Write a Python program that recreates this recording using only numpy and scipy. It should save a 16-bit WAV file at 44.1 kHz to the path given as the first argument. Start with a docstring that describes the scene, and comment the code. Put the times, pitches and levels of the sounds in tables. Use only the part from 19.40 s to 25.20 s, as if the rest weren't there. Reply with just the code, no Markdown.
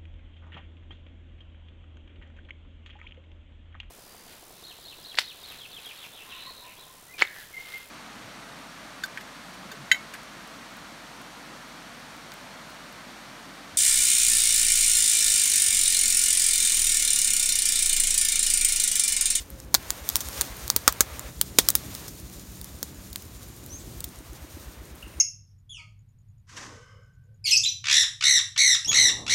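"""Sharp, close snaps of glowing charcoal, with spurts of hiss, a fine fizz and faint ticks, outdoors.
The snaps come from coals cracking, and the loudest overload the microphone; tiny cracks make the fizz,
flaking ash the ticks. Far off, a slow one-cylinder pump engine thuds. Low wind blows and dry brush
rustles. Birds chirp, peep and hoot, insects drone and trill, and a faint hum comes and goes."""
import sys
import numpy as np
from scipy import signal
from scipy.fft import rfft, irfft
from scipy.io import wavfile
from scipy.ndimage import uniform_filter1d

SR = 44100
rng = np.random.default_rng(int(sys.argv[2]) if len(sys.argv) > 2 else 0)


def master(y):
    """Save y as 16-bit WAV."""
    cut = np.clip(np.atleast_2d(y).T, -1, 1)
    pcm = np.round(cut * 32767)  # scale
    wavfile.write(sys.argv[1], SR, pcm.astype(np.int16))


N = 255764
TIME = np.arange(N) / SR

# Steady fizz of the coals. 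Each row: time in seconds, relative level in dB.
GLOW_LEVEL = [(0, -55.5), (.32, -59.5), (.36, -48), (1.2, -46), (1.9, -48.5), (4.7, -52), (5.35, -52.5),
              (5.8, -58)]


def coal_snaps(body_hz=1900, crack_t60_s=0.004, resonance_db=9.0, resonance_octaves=0.17,
               crumble_db=-10, scatter_db=-15, scatter_t60_s=0.066, far_db=-29, far_t60_s=0.18):
    """Sharp snaps of coal (release, tiny fractures, scatter), and two short spurts of hiss near 0.8 s."""
    # Each row: start in seconds, relative level in dB, thump (below 700 Hz), knock (near 1.2 kHz) and
    # top (above 8 kHz) in dB, crumbling t60 in seconds, the piece's resonance in Hz.
    snaps_and_spurts = [(0.103, -38.5, -11, 6, 14, 0.013, 11700), (0.2013, -40, -12, -8, -3, 0.0084, 5270),
                        (0.343, -6.5, -6.5, -3.5, -2, 0.0064, 4700),
                        (0.3482, -11.5, -4, -4.5, -8.5, 0.022, 4500),
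                        (0.505, -19, -22, -4, 2, 0.0068, 7400),
                        (0.69, -18.5, -21, -10.5, -4, 0.0056, 13500),
                        (0.6995, -28.5, -12, -9, -2, 0.006, 5000),
                        (0.7567, -15.5, -36, -6, -4.5, 0.0077, 9300),
                        (0.765, -20.5, -7, -14, 1, 0.025, 2900.0),
                        (0.806, -28, -15, -12, -2.5, 0.058, 6500.0), (0.8866, -31, -4, -5, 0, 0.006, 4430),
                        (1.011, -13.5, -7, -2.5, 2, 0.011, 9100), (1.0174, -22, -7, -7, -5, 0.0051, 9750),
                        (1.2792, -29.5, -15, -11, -8, 0.0065, 15000.0),
                        (1.3012, -11, -30, -9, -0.5, 0.0075, 4800), (1.363, -10.5, 5, -5, 1.5, 0.015, 4260),
                        (1.4778, -3, -1.5, -1, -10, 0.014, 1190), (1.525, -27.5, -8, -8, -3, 0.01, 11800.0),
                        (1.6067, -6, 0.5, -2.5, -1, 0.021, 6540),
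                        (1.7944, -29.5, -17, -5.5, -1.5, 0.0058, 7260),
                        (2.0132, -12.5, -8, -12.5, 1, 0.014, 2900),
                        (2.1863, -1, -0.5, -9.5, -9, 0.017, 3240),
                        (2.2872, -10, -8.5, -6.5, -4.5, 0.0089, 8150),
                        (2.3032, -16, -17, -12, 1, 0.0058, 3700), (2.3528, -8.5, -8, -13.5, 5, 0.013, 3700),
                        (2.5502, -30, -3, -16, -3, 0.0057, 5700), (2.6806, -35, -6, -10, -1, 0.049, 5100.0),
                        (3.214, -35.5, -11.0, -12.0, -1.5, 0.008, 11200),
                        (3.244, -36, -12, -22, -2, 0.011, 11300.0),
                        (3.429, -22, 1.5, -11, 0.5, 0.009, 6700), (3.7294, -34, -10.0, -25, 4, 0.02, 4270),
                        (3.7589, -26, -19, -0.5, 0, 0.011, 2600.0),
                        (3.8243, -42, -6.0, -2, 12, 0.009, 2600.0),
                        (4.2628, -40.1, -11, -13.0, 4, 0.017, 12700.0),
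                        (4.6053, -31.5, -4, -31, -1, 0.0058, 7850),
                        (4.642, -27, -10, -11.5, 1, 0.025, 2400.0)]
    # Spectrum common to all of them. Each row: frequency in Hz, gain in dB.
    snap_spectrum = [(40, -15.5), (130, -6.5), (260, 1.5), (480, 2), (720, 1.5), (1000, 2.5), (1750, 0.5),
                     (2300, -4), (2750, -11.5), (3400, -2.5), (7000, -1.5), (9200, 0), (10600, -3),
                     (14500, 1)]
    size = 8192
    out, t = np.zeros(N), np.arange(size) / SR
    bin_hz = np.arange(size // 2 + 1) * SR / size + 1
    lowpass, highpass = (signal.butter(2, body_hz, kind, fs=SR) for kind in ("low", "high"))
    release = signal.lfilter(*lowpass, signal.unit_impulse(size))
    common_db = spectrum_db(snap_spectrum, size)

    def burst(t60_s):
        """Fading noise of unit energy."""
        noise = rng.uniform(-1.1, 1, size) * undb(-60 * t / t60_s)
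        return noise / np.linalg.norm(noise)

    for start_s, level_db, thump_db, knock_db, top_db, crumble_t60_s, piece_hz in snaps_and_spurts:
        crack = release + signal.lfilter(*highpass, burst(crack_t60_s))
        # Longer crumbling is louder and scatters more sound off ground and wall.
        heft = crumble_t60_s / 0.0059
        tail = heft * undb(crumble_db) * burst(crumble_t60_s) + undb(far_db) * burst(far_t60_s)
        tail += undb(scatter_db + 3 * np.log2(heft)) * burst(scatter_t60_s)
        tail = signal.lfilter(*signal.butter(1, 650, "high", fs=SR), tail)
        # Each piece has its own colour; the tail keeps only a share of it.
        balance = [(480, thump_db), (950, knock_db), (1800, knock_db),
                   (3600, 0), (7000, 0), (10500, top_db)]
        peak_db = resonance_db / (1 + (np.log2(bin_hz / piece_hz) / resonance_octaves) ** 2)
        piece_db = spectrum_db(balance, size) + peak_db
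        sound = ring(crack, common_db + piece_db) + ring(tail, common_db + 0.7 * piece_db)
        attack_rms = np.sqrt(np.mean(sound[:SR // 333] ** 2))  # first 3 ms
        add(out, start_s, sound * undb(level_db + 3.0) / attack_rms)
    return out


def ember_fizz(grains_per_s=600, grain_t60_s=0.0028, flutter_db=1.68):
    """Countless tiny cracks merge into a fizz; the louder it grows, the grittier it gets."""
    # Swells of hiss. Each row: peak time in seconds, half width in seconds, relative level in dB.
    spurts = [(0, 0.022, -45.5), (.51, 0.052, -45), (.775, 0.1, -41), (.985, 0.064, -39.5),
              (2.24, 0.038, -44.5), (2.5, 0.18, -47), (4.56, .06, -50.5)]
    # Each row: frequency in Hz, gain in dB.
    fizz_spectrum = [(1200, -10.5), (2800, -5.5), (3800, -1), (5000, -2), (6800, 1.5), (7900, -3.5),
                     (9200, 1), (10400, -7), (11800, -0.5), (15500, -4.5)]
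    power = undb(curve(GLOW_LEVEL)) ** 2
    for peak_s, width_s, spurt_db in spurts:
        power += undb(spurt_db) ** 2 * np.exp(-((TIME - peak_s) / width_s) ** 2)
    fizz_db = 10 * np.log10(power)
    cracks = rng.random(N) < grains_per_s / SR
    crack_db = 4.2 * np.minimum(rng.exponential(size=N), 4.5)
    t = np.arange(SR // 200) / SR
    grain = np.sign(rng.standard_normal(len(t))) * undb(-60 * t / grain_t60_s)
    grains = signal.fftconvolve(cracks * undb(crack_db), grain)[:N]
    grit = undb(-6 + 0.4 * (fizz_db + 46))  # ratio of grains to smooth hiss
    fizz = (rng.standard_normal(N) + grit * unit(grains)) / np.sqrt(1 + grit ** 2)
    return colour(fizz, fizz_spectrum) * undb(fizz_db + 1.1 + flutter_db * walk(40))


def ash_ticks(ticks_per_s=8, over_glow_db=2.0, spread_db=7, low_hz=6500, high_hz=14000, t60_s=0.008):
    """Ash flakes spring off at random: faint, bright ticks that grow and fade with the glow."""
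    out, t = np.zeros(N), np.arange(SR // 100) / SR
    for when, pitch, weakness in rng.random((int(ticks_per_s * N / SR), 3)):
        flake_hz = low_hz * (high_hz / low_hz) ** pitch
        burst = rng.standard_normal(len(t)) * undb(-60 * t / t60_s)
        tick = signal.lfilter(*signal.iirpeak(flake_hz, 2, fs=SR), burst)
        add(out, when * N / SR, unit(tick) * undb(over_glow_db - spread_db * weakness))
    return out * undb(curve(GLOW_LEVEL))


def pump_engine(firings_per_s=8.1, exhaust_hz=60, sag=0.22, thud_width_s=0.014,
                knock_hz=315, knock_lag_s=0.016, knock_width_s=0.0032):
    """Each firing gives a soft exhaust thud that sags in pitch, with a knock just after it."""
    # Steady running. Each row: first firing in seconds, end in seconds, exhaust in dB, knock in dB.
    stretches = [(.013, 2.3, -45.5, -65), (2.361, 4.63, -49, -63), (4.665, 5.8, -46.5, -56.5)]
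    out, t = np.zeros(N), np.arange(SR // 8) / SR
    lead_s = 0.05
    age_s = t - lead_s  # zero at the thud's peak
    thud_envelope = np.exp(-0.5 * (age_s / thud_width_s) ** 2)
    knock_envelope = np.exp(-0.5 * ((age_s - knock_lag_s) / knock_width_s) ** 2)
    phase = 2 * np.pi * np.cumsum(exhaust_hz * np.exp(-sag * age_s / lead_s)) / SR
    for start_s, end_s, exhaust_db, knock_db in stretches:
        for firing_s in np.arange(start_s, end_s, 1 / firings_per_s):
            late, strong, thud_detune, hard, knock_detune = rng.standard_normal(5)
            thud = unit(thud_envelope * np.sin(phase * (1 + 0.13 * thud_detune)))
            knock = unit(knock_envelope * np.sin(2 * np.pi * knock_hz * (1 + 0.049 * knock_detune) * t))
            firing = thud * undb(exhaust_db + 0.9 * strong) + knock * undb(knock_db + 2.4 * hard)
            add(out, firing_s - lead_s + 0.0019 * late, firing)
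    return out


def breeze(bout_edge_s=0.034):
    """Low wind and the rustle of dry brush, each fluttering on its own."""
    # Each row: time in seconds, relative level in dB.
    wind_level = [(0, -51.5), (.6, -51), (.85, -48.5), (1.75, -49.5), (2.25, -46), (2.85, -50.5),
                  (4.2, -50), (4.55, -46), (4.75, -53), (5.8, -50.5)]
    # Each row: start in seconds, end in seconds, relative level in dB.
    rustle_bouts = [(.345, 1.905, -49), (.95, 1.04, -44), (1.03, 1.15, -49), (2.19, 2.68, -52.5),
                    (4.72, 6.1, -58)]
    # Each row of both spectra: frequency in Hz, gain in dB.
    wind_spectrum = [(20, -29), (45, 0.5), (110, 4), (190, -3.5), (330, -5), (450, -12), (900, -22.5),
                     (2000, -41)]
    rustle_spectrum = [(200, -29), (400, -2), (580, 2), (780, -1.5), (1100, 0), (1600, -2.5), (2600, -5),
                       (4000, -11), (9000, -34)]
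    rustle_power = undb(-58) ** 2  # floor between bouts
    for start_s, end_s, bout_db in rustle_bouts:
        rustle_power += (undb(bout_db) * gate(start_s, end_s, bout_edge_s)) ** 2
    wind = colour(rng.standard_normal(N), wind_spectrum)
    rustle = colour(rng.standard_normal(N), rustle_spectrum)
    wind *= undb(curve(wind_level) + 3.0 + 0.85 * walk(14))
    rustle *= np.sqrt(rustle_power) * undb(1.5 + 0.76 * walk(24.91))
    return wind + rustle


def faint_hum(hz=188.8, level_db=-55):
    """A low tone that sets in, wavers and stops."""
    return tone(hz, undb(level_db) * gate(1.92, 3.8), waver=0.0142, waver_per_s=14, flutter_db=2.1)


def bird_chirp():
    """Two notes swell and fade while their pitch climbs, fast at first, then levelling off."""
    # Each row: start in seconds, length in seconds, first and last pitch in Hz, level in dB.
    notes = [(4.291, .1, 5550, 6610, -41), (4.37, .055, 6900, 8000, -53)]
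    out = np.zeros(N)
    for start_s, length_s, first_hz, last_hz, level_db in notes:
        progress = np.clip((TIME - start_s) / length_s, 0, 1)
        hz = last_hz + (first_hz - last_hz) * (1 - progress) ** 1.7
        gain = undb(level_db) * np.sin(np.pi * progress)
        out += tone(hz, gain, waver=0.012, waver_per_s=440, flutter_db=2.1)
    return out


def bird_peeps(hz=2800, attack_s=0.0041, t60_s=0.045, lower_db=-13):
    """A far bird's quick, rough peeps, with a weaker partial an octave below."""
    # Each row: start in seconds, level in dB.
    peeps = [(5.625, -40), (5.66, -53), (5.735, -53.5)]
    gain = np.zeros(N)
    for start_s, level_db in peeps:
        rise = np.clip((TIME - start_s) / attack_s, 0, 1)
        decay_db = 60 * np.maximum(TIME - start_s - attack_s, 0) / t60_s
        gain += rise * undb(level_db - decay_db)
    upper = tone(hz, gain, waver=0.046, waver_per_s=700, flutter_db=2.9)
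    lower = tone(hz / 2, gain * undb(lower_db), waver=0.041, waver_per_s=700, flutter_db=2.8)
    return upper + lower


def bird_hoot(hz=525, level_db=-59):
    """One short, far hoot."""
    return tone(hz, undb(level_db) * gate(0.08, 0.32), waver=0.0315, waver_per_s=82, flutter_db=2.5)


def foliage_echo(calls, echo_db=-7, t60_s=0.26):
    """Leaves and a wall smear distant calls into a short tail."""
    t = np.arange(SR // 4) / SR
    tail = rng.standard_normal(len(t)) * undb(-60 * t / t60_s)
    return calls + undb(echo_db) * signal.fftconvolve(calls, tail / np.linalg.norm(tail))[:N]


def insects(trill_hz=9200, trill_db=-63, drone_hz=7100, drone_db=-65):
    """One insect's thin trill and the drone of others in the brush."""
    trill = tone(trill_hz, undb(trill_db) * gate(5.63, 5.9), waver=0.014, waver_per_s=980, flutter_db=2.3)
    drone = tone(drone_hz, undb(drone_db) * gate(1.9, 4.5), waver=0.02, waver_per_s=1100, flutter_db=3.6)
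    return trill + drone


def tone(hz, gain, waver, waver_per_s, flutter_db):
    """A sine that wanders in pitch and level; waver is the rms fraction of the pitch."""
    phase = 2 * np.pi * np.cumsum(hz * (1 + waver * walk(waver_per_s))) / SR
    return np.sqrt(2) * np.sin(phase) * gain * undb(flutter_db * walk(200))


def gate(start_s, end_s, edge_s=0.06):
    """Trapezoid envelope."""
    return np.clip(np.minimum(TIME - start_s, end_s - TIME) / edge_s + 0.5, 0, 1)


def walk(steps_per_s):
    """Random steps, smoothed twice, at rms 1."""
    hold = max(int(SR / steps_per_s), 1)
    steps = np.repeat(rng.standard_normal(N // hold + 1), hold)
    return unit(uniform_filter1d(uniform_filter1d(steps, hold), hold)[:N])


def curve(points):
    """(s, value) points joined over time."""
    return np.interp(TIME, *np.transpose(points))


def spectrum_db(points, size):
    """(Hz, dB) points joined on a log-frequency axis."""
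    hz, db = np.transpose(points)
    return np.interp(np.log(np.arange(size // 2 + 1) * SR / size + 1), np.log(hz), db)


def colour(x, points):
    """Filter a full-length signal by (Hz, dB) points, to rms 1."""
    return unit(irfft(rfft(x) * undb(spectrum_db(points, N)), N))


def ring(x, gain_db):
    """Minimum-phase filter with the given gain per frequency bin."""
    size = len(x)
    cepstrum = irfft(np.log(undb(gain_db)), size)
    cepstrum[1:size // 2] *= 2
    cepstrum[size // 2 + 1:] = 0
    return irfft(rfft(x) * np.exp(rfft(cepstrum)), size)


def add(out, start_s, sound):
    """Mix a short sound in at start_s."""
    at = int(round(start_s * SR)) + np.arange(len(sound))
    inside = (at >= 0) & (at < N)
    out[at[inside]] += sound[inside]


def undb(db):
    """Decibels to gain."""
    return 10 ** (np.asarray(db) / 20)


def unit(x):
    """Scale to rms 1."""
    return x / np.sqrt(np.mean(x ** 2) + 1e-18)


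def scene():
    """Close coals over the breeze, the pump and the wildlife, in mono."""
    coals = coal_snaps() + ember_fizz() + ash_ticks()
    outdoors = breeze() + pump_engine() + faint_hum()
    birds = foliage_echo(bird_chirp() + bird_peeps() + bird_hoot())
    return (coals + outdoors + birds + insects())[None]


def record(dry):
    """The loudest snaps clip; a steep low-pass cuts above 16 kHz."""
    lowpass = signal.ellip(10, 0.2, 70, 16000, fs=SR, output="sos")
    return signal.sosfilt(lowpass, np.clip(dry, -1, 1))


dry = scene()
out = record(dry)
master(out)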